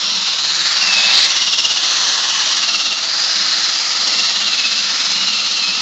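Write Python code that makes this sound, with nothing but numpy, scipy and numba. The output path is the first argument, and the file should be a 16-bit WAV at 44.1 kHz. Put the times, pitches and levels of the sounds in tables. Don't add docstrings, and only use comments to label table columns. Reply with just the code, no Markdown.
import sys
import numpy as np
from scipy import signal
from scipy.fft import rfft, irfft
from scipy.io import wavfile
from numba import njit

SR = 44100
rng = np.random.default_rng(int(sys.argv[2]) if len(sys.argv) > 2 else 0)


def voltage_ratio(level):
    return 10 ** (np.asarray(level, float) / 20)


def waveform_to_disk(signal):
    frames = np.transpose(np.atleast_2d(signal))
    scaled = np.clip(frames, -1, 1) * 32767
    samples = np.round(scaled).astype(np.int16)
    wavfile.write(sys.argv[1], SR, samples)


N = 256220

# t/s, turns ahead of the mean speed, swell level/dB
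WHEEL_WOBBLE = [(0, .15, .6), (.4, .14, 1.4), (.95, .72, .8), (1.11, .2, .2), (1.3, .02, 1.8),
                (1.58, .17, 2.9), (1.78, -.03, 2), (1.95, -.58, .5), (2.4, -.16, .9), (2.76, -.09, 2.4),
                (3.1, -.23, 1.3), (3.24, .13, .9), (3.8, .32, .7), (3.95, .58, .8), (4.5, .67, 1.7),
                (4.82, .18, 1.2), (5.15, .54, 1.4), (5.81, .34, .7)]
# t/s, scouring level/dB, lean from steel rim 0 to rubber wall 1
HAND = [(0, -21, 0.55), (.12, -18, 0), (.32, -17.5, 0.08), (.61, -20, 0.57), (.8, -18, 0.46),
        (1.03, -17, 0.61), (1.11, -14.5, 0.24), (1.27, -17.5, 0.43), (1.5, -16.5, 0.02), (2.04, -17, 0.75),
        (2.46, -15.5, 0.25), (2.9, -19, 0.19), (3.17, -21.5, 1), (4.43, -18.5, 0.62), (4.7, -18.5, 0.46),
        (4.95, -20.5, 0.99), (5.3, -19, 0.45), (5.81, -18.5, 0.23)]
# f/Hz, level/dB (per Hz)
SCOUR_COLOUR = [(180, -32.5), (300, -14.5), (400, -20.5), (596, -15.5), (722, -11.5), (1250, -7),
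                (1490, -10), (2380, -9), (2900, -4.5), (4120, -.5), (5500, -6.5), (6800, -9.5), (7400, -14),
                (8000, -29.5)]
# start t/s, end t/s, from f/Hz, to f/Hz, level/dB
RIM_GLINTS = [(-.5, .36, 4200, 4000, -1), (.32, .95, 3990, 4740, 0.5), (.75, 1.16, 4810, 4230, 1),
              (.88, 1.14, 3980, 3810, -1.5), (1.2, 1.5, 4370, 4590, -5.5), (1.7, 2.3, 4250, 4030, -2),
              (2.2, 3.1, 4440, 4120, -14.5), (3.15, 3.8, 4250, 4270, -0.5), (3.9, 4.35, 4480, 4440, 0.5),
              (4.2, 5.1, 4040, 4180, 0.5), (4.9, 5.5, 4000, 4270, 0), (5.4, 5.85, 4310, 4080, -1.5)]
# start t/s, end t/s, from f/Hz, to f/Hz, level/dB
WALL_GLINTS = [(.42, .75, 4060, 4550, -2.5), (.58, .9, 4410, 4880, 0), (-.3, 0.298, 5560, 5500, 2.5),
               (0.347, 0.794, 6440, 7460, 2.5), (0.398, 1.0, 1760, 1700, 6.5),
               (0.854, 1.505, 1590, 1910, 1.5), (1.245, 1.75, 5840, 5190, 1), (1.7, 2.799, 1663, 1750, -12),
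               (1.744, 2.196, 6150, 6140, -6), (2.151, 2.948, 6120, 5410, 3),
               (2.899, 3.903, 1707, 1520, -6), (3.0, 3.45, 4600, 5080, 8.5), (3.3, 4.15, 4820, 4900, 5.5),
               (.8, 1.35, 630, 582, 0), (2.4, 3.1, 1275, 1354, -10), (2.6, 3.15, 4350, 4450, -7.5),
               (2.7, 3.15, 5750, 5460, -2), (2.75, 3.1, 3460, 3370, -6.5), (4.004, 4.361, 5350, 5440, 5),
               (4.2, 5.204, 1850, 1816, -20.5), (4.7, 5.4, 5050, 5140, 2), (5.2, 6.102, 5180, 5050, -4.5)]
# start t/s, end t/s, from f/Hz, to f/Hz, share removed 0-1
FLOOR_SHADOWS = [(-.3, 0.548, 2300, 2170, 0.2), (.3, 0.699, 3450, 3630, .4), (0.557, .92, 3800, 4020, 0.3),
                 (1.244, 1.95, 2350, 2170, 0.6), (1.944, 2.444, 2250, 2150, 0.93),
                 (2.445, 3.141, 2300, 2330, 0.3), (4.104, 4.548, 2400, 2430, .4),
                 (4.607, 4.95, 2300, 2290, .3), (5.155, 5.9, 2250, 2320, 0.18)]
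# start t/s, end t/s, from f/Hz, to f/Hz, share added
DISH_STREAKS = [(1.7, 2.75, 1700, 1750, 0.65), (1.746, 2.551, 1040, 1083, 0.67),
                (2.446, 3.154, 1190, 1340, 0.38), (3.101, 3.8, 1620, 1616, 0.13),
                (3.145, 4.151, 1374, 1327, 0.25), (3.948, 4.555, 1787, 1800, 0.61),
                (4.052, 4.75, 1233, 1200, 0.13), (4.753, 5.249, 1375, 1373, .6),
                (4.95, 5.8, 1202, 1247, 0.28), (3.957, 4.283, 480, 440, 1), (3.949, 4.25, 300, 297, 0.88),
                (2.302, 3.153, 1453, 1500, -0.31), (2.549, 3.045, 1002, 1030, -0.84),
                (3.603, 4.0, 1012, 1024, -.5), (4.0, 4.651, 1640, 1660, -.5), (4.2, 4.901, 1010, 997, -0.6),
                (5.047, 5.699, 1605, 1570, -.5), (5.149, 5.902, 1030, 1040, -.5)]
# f/Hz, width f/Hz, level/dB
WORK_MODES = [(509, 30, -51), (641.5, 53, -50.5), (914, 57, -47.5), (1325, 170, -39.5), (2647, 140, -41.5)]
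# start t/s, deepest t/s, end t/s, sag f/Hz, whine level/dB
BITES = [(-.1, .17, .5, 270, -36), (.7, .83, .98, 200, -29), (.8, .99, 1.12, 400, -17.5),
         (1.0, 1.1, 1.3, 300, -26), (1.2, 1.45, 1.6, 85, -29), (1.38, 1.6, 1.95, 125, -28),
         (1.95, 2.35, 2.68, 30, -34), (2.5, 2.69, 2.9, 210, -28), (2.72, 2.9, 3.1, 225, -31),
         (3.15, 3.48, 3.75, 95, -34), (4.04, 4.14, 4.26, 230, -27.5), (4.12, 4.29, 4.36, 230, -30),
         (4.26, 4.41, 4.56, 150, -29.5), (4.42, 4.57, 4.72, 380, -28), (4.58, 4.71, 4.83, 370, -30.5),
         (4.72, 4.8, 4.85, 200, -28), (5.14, 5.19, 5.4, 100, -28), (5.24, 5.38, 5.5, 265, -27),
         (5.42, 5.5, 5.6, 100, -31), (5.5, 5.66, 5.84, 400, -26.5), (5.68, 5.76, 5.95, 60, -38)]
# t/s, gain level/dB, pitch lift f/Hz
GRABS = [(.785, 0, -29.5), (.83, 6.5, 0), (.865, 0, 40), (.895, 0.5, 10), (.925, -2, 18.5), (.955, -5, -29),
         (.987, 3, 19.5), (1.015, -10.5, -39.5), (1.052, 3.5, 10), (1.085, -1.5, -59.5), (1.118, 9, -12),
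         (1.315, 3, -50.5), (1.425, 1.5, 33), (1.48, -1.5, 19), (1.538, -0.5, -11), (1.598, 1.5, -1),
         (1.657, 3, 0), (1.71, 4, 19.5), (1.772, 3, -29), (2.637, 0.5, -9), (2.665, -5, 1),
         (2.697, -1, -20), (2.722, -5, 1.5), (2.751, 0.5, -21.5), (2.78, -5, -0.5), (2.81, -1.5, -29.5),
         (2.842, -6.5, 0), (2.872, 0, -20), (2.9, -4, 0.5), (2.93, 2, -11.5), (2.957, -5, 0),
         (2.98, 1, -28.5), (4.1, 1.5, -0.5), (4.14, -0.5, -0.5), (4.188, 7.5, 10.5), (4.31, -5.5, 1.5),
         (4.365, 4, 1.5), (4.42, -2, -0.5), (4.477, 0.5, 24), (4.525, 1, 69.5), (4.588, 2, 20.5),
         (4.62, -2.5, 1), (4.65, 11.5, -27.5), (4.72, -2, -1.5), (4.745, 1.5, -30), (4.803, -4, 30.5),
         (5.165, -1, -39.5), (5.2, 5, 0.5), (5.29, 3.5, -0.5), (5.335, -4, -29.5), (5.403, 0, -21.5),
         (5.47, 0, 0), (5.52, 1, -0.5), (5.545, -4, -1), (5.575, 4.5, -20), (5.645, 2.5, -7),
         (5.678, -4, -1.5), (5.705, 2, -20), (5.755, 2, 2)]
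# t/s, rotor hum gain level/dB, half-speed hum gain level/dB
FACING = [(0, 6, -15), (.5, -4.5, 2.5), (.9, 3, -7.5), (1.5, -2, 1), (1.95, -2, -1.5), (2.5, -2.5, -7.5),
          (2.8, 5, -12), (3.1, -2.5, -3.5), (3.6, 1.5, -8.5), (3.9, -3, -6), (5.81, -0.5, -6.5)]
# t/s, peak level/dB
SNAPS = [(.883, -3), (.939, 0), (.968, -5), (1.038, -4), (1.155, -8), (1.177, 1), (1.197, -4), (1.244, -2),
         (1.25, 4), (1.542, -12), (1.595, -1.5), (1.652, -10), (2.178, -8), (2.57, -3), (2.64, -10),
         (2.76, -7), (2.928, -4), (3.36, -5.5), (4.543, -4)]
# f/Hz, width f/Hz, level/dB
TYRE_MODES = [(169, 15, -5.5), (189, 13, 5), (203.1, 15, 7.5), (260, 27, 1), (296, 160, 0.5)]
# start t/s, top t/s, end t/s, hum gain level/dB
PUSHES = [(-.2, .2, .32, 10.5), (.3, 0.648, 0.68, 6.5), (.75, .89, 1.38, 10), (1.05, 1.195, 1.26, 6),
          (1.25, 1.572, 1.5, 10), (1.7, 1.91, 1.8, 11), (2.197, 2.45, 2.75, 5.5), (2.5, 2.9, 3.1, 6.5),
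          (3.282, 3.402, 3.7, 8), (3.826, 4.0, 6.4, 6), (4.3, 4.44, 4.53, 5), (4.564, 4.63, 4.9, 3.5),
          (4.724, 4.77, 5.3, 1.5), (5.0, 5.24, 5.44, 8.5), (5.37, 5.65, 7.9, 9.5)]

MEAN_TURNS_PER_S = 17.5
PINION_TEETH, FREE_MESH_HZ = 9, 2970


def rms_one(x):
    return x / np.sqrt(np.mean(x ** 2) + 1e-20)


def in_time(rows):
    s, *columns = np.transpose(rows)
    return [np.interp(np.arange(N) / SR, s, column) for column in columns]


def drift(rate):
    r = np.exp(-80 * np.pi * rate / SR)
    slow = signal.lfilter([1], [1, -2 * r, r * r], rng.standard_normal(N // 40 + 2002))[2000:]
    return np.interp(np.arange(N) / 40, np.arange(len(slow)), rms_one(slow))


def bump(start_s, top_s, end_s):
    return np.sin(np.pi / 2 * np.interp(np.arange(N) / SR, [start_s, top_s, end_s], [0, 1, 0])) ** 2


@njit
def sweep(x, cosine, r):
    y = np.zeros(len(x))
    for i in range(2, len(x)):
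        y[i] = (1 - r * r) / 2 * (x[i] - x[i - 2]) + 2 * r * cosine[i] * y[i - 1] - r * r * y[i - 2]
    return y


def resonate(x, hz, width_hz):
    return sweep(x, np.cos(2 * np.pi * hz / SR) * np.ones(N), np.exp(-np.pi * width_hz / SR))


def resonate_twice(x, hz, width_hz):
    return resonate(resonate(x, hz, width_hz), hz, width_hz)


def swell(second=0.075, lag=0.26):
    ahead, depth_db = in_time(WHEEL_WOBBLE)
    angle = 2 * np.pi * (MEAN_TURNS_PER_S * np.arange(N) / SR + ahead)
    press_db = depth_db * (np.cos(angle) + second * np.cos(2 * angle + lag))
    return press_db, depth_db * np.sin(angle)


def ticks(per_s=22000, spread_db=1.1):
    sizes = voltage_ratio(spread_db * np.minimum(rng.exponential(1, N), 4)) * rng.standard_normal(N)
    return rms_one(sizes * (rng.random(N) < per_s / SR))


def bristles(press_db):
    scour_db, lean = in_time(HAND)
    wall_db = -14 + 6.5 * lean
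    tips_db = -9 + 5.5 * lean
    tips_db = tips_db - 0.5 * (FREE_MESH_HZ - load()[0]) / 1000
    source = ticks()
    source = source + glints(source) - shadows(source) + streaks(source)

    spectrum = rfft(source)
    hz = np.arange(N // 2 + 1) * SR / N + 1
    colour_hz, colour_db = np.transpose(SCOUR_COLOUR)
    spectrum *= voltage_ratio(np.interp(np.log(hz), np.log(colour_hz), colour_db))

    centres = 250 + 7950 * np.linspace(0, 1, 26) ** 1.6
    tilt_hz = [0, 2100, 2900, 5000, 5800, 9000]
    tilts_db = [wall_db + 5.5, wall_db + 11.5, 0 * wall_db, 0 * wall_db, tips_db + 7, tips_db + 3.0]
    out = np.zeros(N)
    for k, centre in enumerate(centres):
        band = np.interp(hz, centres, np.arange(len(centres)) == k)
        place = np.interp(centre, tilt_hz, np.arange(6))
        below, between = int(place), place % 1
        tilt_db = (1 - between) * tilts_db[below] + between * tilts_db[below + 1]
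        patch_db = 1.2 * drift(1.1) + 0.9 * drift(18)
        depth = np.interp(centre, [300, 1200, 3000, 8000], [2.0, 1.1, 1.02, 1.0])
        out += irfft(spectrum * band, N) * voltage_ratio(tilt_db + patch_db + depth * press_db)
    return voltage_ratio(scour_db + 2.5) * out / np.std(out)


def gliding_band(source, start_s, end_s, from_hz, to_hz, width_hz):
    hz = np.interp(np.arange(N) / SR, [start_s, end_s], [from_hz, to_hz])
    return np.sqrt(bump(start_s, (start_s + end_s) / 2, end_s)) * resonate(source, hz, width_hz)


def glints(source):
    out = np.zeros(N)
    for table, width_hz in (RIM_GLINTS, 600), (WALL_GLINTS, 430):
        for *glide, db in table:
            out += voltage_ratio(db) * gliding_band(source, *glide, width_hz)
    return out


def shadows(source):
    return sum(np.clip(share, 0, 1) * gliding_band(source, *glide, 460)
               for *glide, share in FLOOR_SHADOWS)


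def streaks(source):
    return sum(np.clip(share, -1, 2) * gliding_band(source, *glide, 160)
               for *glide, share in DISH_STREAKS)


def modes(table, press_db):
    rub = rng.standard_normal(N) * voltage_ratio(0.89 * press_db)
    return sum(voltage_ratio(db + 0.54 * drift(0.58)) * rms_one(resonate_twice(rub, hz, 1.3 * width_hz))
               for hz, width_hz, db in table)


def skidding():
    start_s, end_s, attack_s, release_s = 1.115, 1.272, .025, .02
    corners_s = [start_s, start_s + attack_s, end_s - release_s, end_s]
    return np.interp(np.arange(N) / SR, corners_s, [0, 1, 1, 0])


def skid():
    rasp = resonate_twice(ticks(per_s=28000, spread_db=-13.5), 4100, 1300)
    return voltage_ratio(-12.5) * skidding() * rms_one(rasp)


def snaps():
    clicks = np.zeros(N)
    for s, peak_db in SNAPS:
        clicks[round(s * SR)] = voltage_ratio(peak_db)
    return 2.8 * resonate(clicks, 3100, 1900) + 6.0 * resonate(clicks, 4900, 700)


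def load():
    shapes = np.array([bump(*bite[:3]) for bite in BITES])
    sag_hz, whine_db = np.transpose(BITES)[3:]
    power = voltage_ratio(-54) ** 2 + voltage_ratio(whine_db) ** 2 @ shapes ** (2 * 0.62)
    relief = 1 - .85 * skidding()
    return FREE_MESH_HZ - sag_hz @ shapes, np.sqrt(power) * relief


def grabs():
    half_s = .022
    shapes = np.array([bump(s - half_s, s, s + half_s) for s, *_ in GRABS])
    return np.transpose(GRABS)[1:] @ shapes


def gears(press_db, drag):
    mesh_hz, sing = load()
    steady = 2 * np.pi * np.cumsum(mesh_hz * (1 + 0.0028 * drift(7.5))) / SR / PINION_TEETH
    rotor_db = -50.5 - 19.5 * (FREE_MESH_HZ - mesh_hz) / 1000

    felt = np.minimum(in_time(WHEEL_WOBBLE)[1] / 1.8, 1)
    press_db, drag = felt * press_db, np.maximum(felt, .8) * drag
    flare_db, lift_hz = grabs()
    mesh_hz = mesh_hz * (1 - 0.011 * drag + 0.0035 * drift(36.2)) + lift_hz
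    rotor = 2 * np.pi * np.cumsum(mesh_hz) / SR / PINION_TEETH

    rattle = rms_one(resonate_twice(rng.standard_normal(N), mesh_hz, 160)) / np.sqrt(2)
    teeth = np.sin(PINION_TEETH * rotor) + voltage_ratio(-9.5) * np.sin(2 * PINION_TEETH * rotor)
    whine = (teeth + voltage_ratio(-6) * rattle) * voltage_ratio(3.3 * press_db + 0.8 * drift(35) + flare_db - .5)

    side_gain = voltage_ratio(-23.5) * sing + voltage_ratio(-49 + 4.3 * press_db) * in_time(HAND)[1] ** 2
    side = side_gain * np.sin((PINION_TEETH - 1) * rotor) * voltage_ratio(4.7 * drift(21))

    full_db, half_db = in_time(FACING)
    hum = voltage_ratio(full_db) * (np.sin(steady) + voltage_ratio(-7.5) * np.sin(2 * steady))
    hum = hum + voltage_ratio(half_db - 2.0) * np.sin(steady / 2)
    return np.sqrt(2) * (sing * whine + side + voltage_ratio(rotor_db + 0.8 * drift(3.0)) * hum)


def tyre(press_db):
    hum_db = -54 + 0.64 * np.arange(N) / SR
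    for *push, gain_db in PUSHES:
        hum_db = hum_db + gain_db * bump(*push)
    return voltage_ratio(hum_db) * rms_one(modes(TYRE_MODES, press_db))


def walls(x, count=9):
    t60_s, wet_gain = 0.56, voltage_ratio(-11.5)
    s = np.arange(SR // 2) / SR
    shape = voltage_ratio(-60 * s / t60_s) * (s > .004)
    place, wet = np.linspace(0, count - 1, N), np.zeros(N)
    for k in range(count):
        tail = rms_one(rng.standard_normal(len(s)) * shape) / np.sqrt(len(s))
        here = np.cos(np.pi / 2 * np.clip(place - k, -1, 1))
        wet += signal.fftconvolve(x * here, tail)[:N]
    return (x + wet_gain * wet) / np.hypot(1, wet_gain)


def garage():
    band = signal.butter(2, [65, 135], "band", fs=SR, output="sos")
    return voltage_ratio(-75) * rms_one(signal.sosfilt(band, rng.standard_normal(N)))


def scene():
    press_db, drag = swell()
    hum = tyre(press_db)
    work = bristles(press_db) + modes(WORK_MODES, press_db) + gears(press_db, drag) + snaps() + skid()
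    mono = walls(work) + hum + garage()
    return np.stack([mono, mono])


def roll_off(x):
    return signal.sosfilt(signal.butter(12, 8110, fs=SR, output="sos"), x)


def record(dry):
    narrow = signal.sosfilt(signal.ellip(12, .1, 60, 8060, fs=SR, output="sos"), dry)
    narrow = signal.sosfilt(signal.butter(4, 60, "high", fs=SR, output="sos"), narrow)
    hiss = signal.sosfilt(signal.cheby2(12, 60, 16000, fs=SR, output="sos"), rng.standard_normal(N))
    mix = np.clip(narrow, -1, 1) + voltage_ratio(-108) * hiss
    return roll_off(mix)


dry = scene()
out = record(dry)
waveform_to_disk(out)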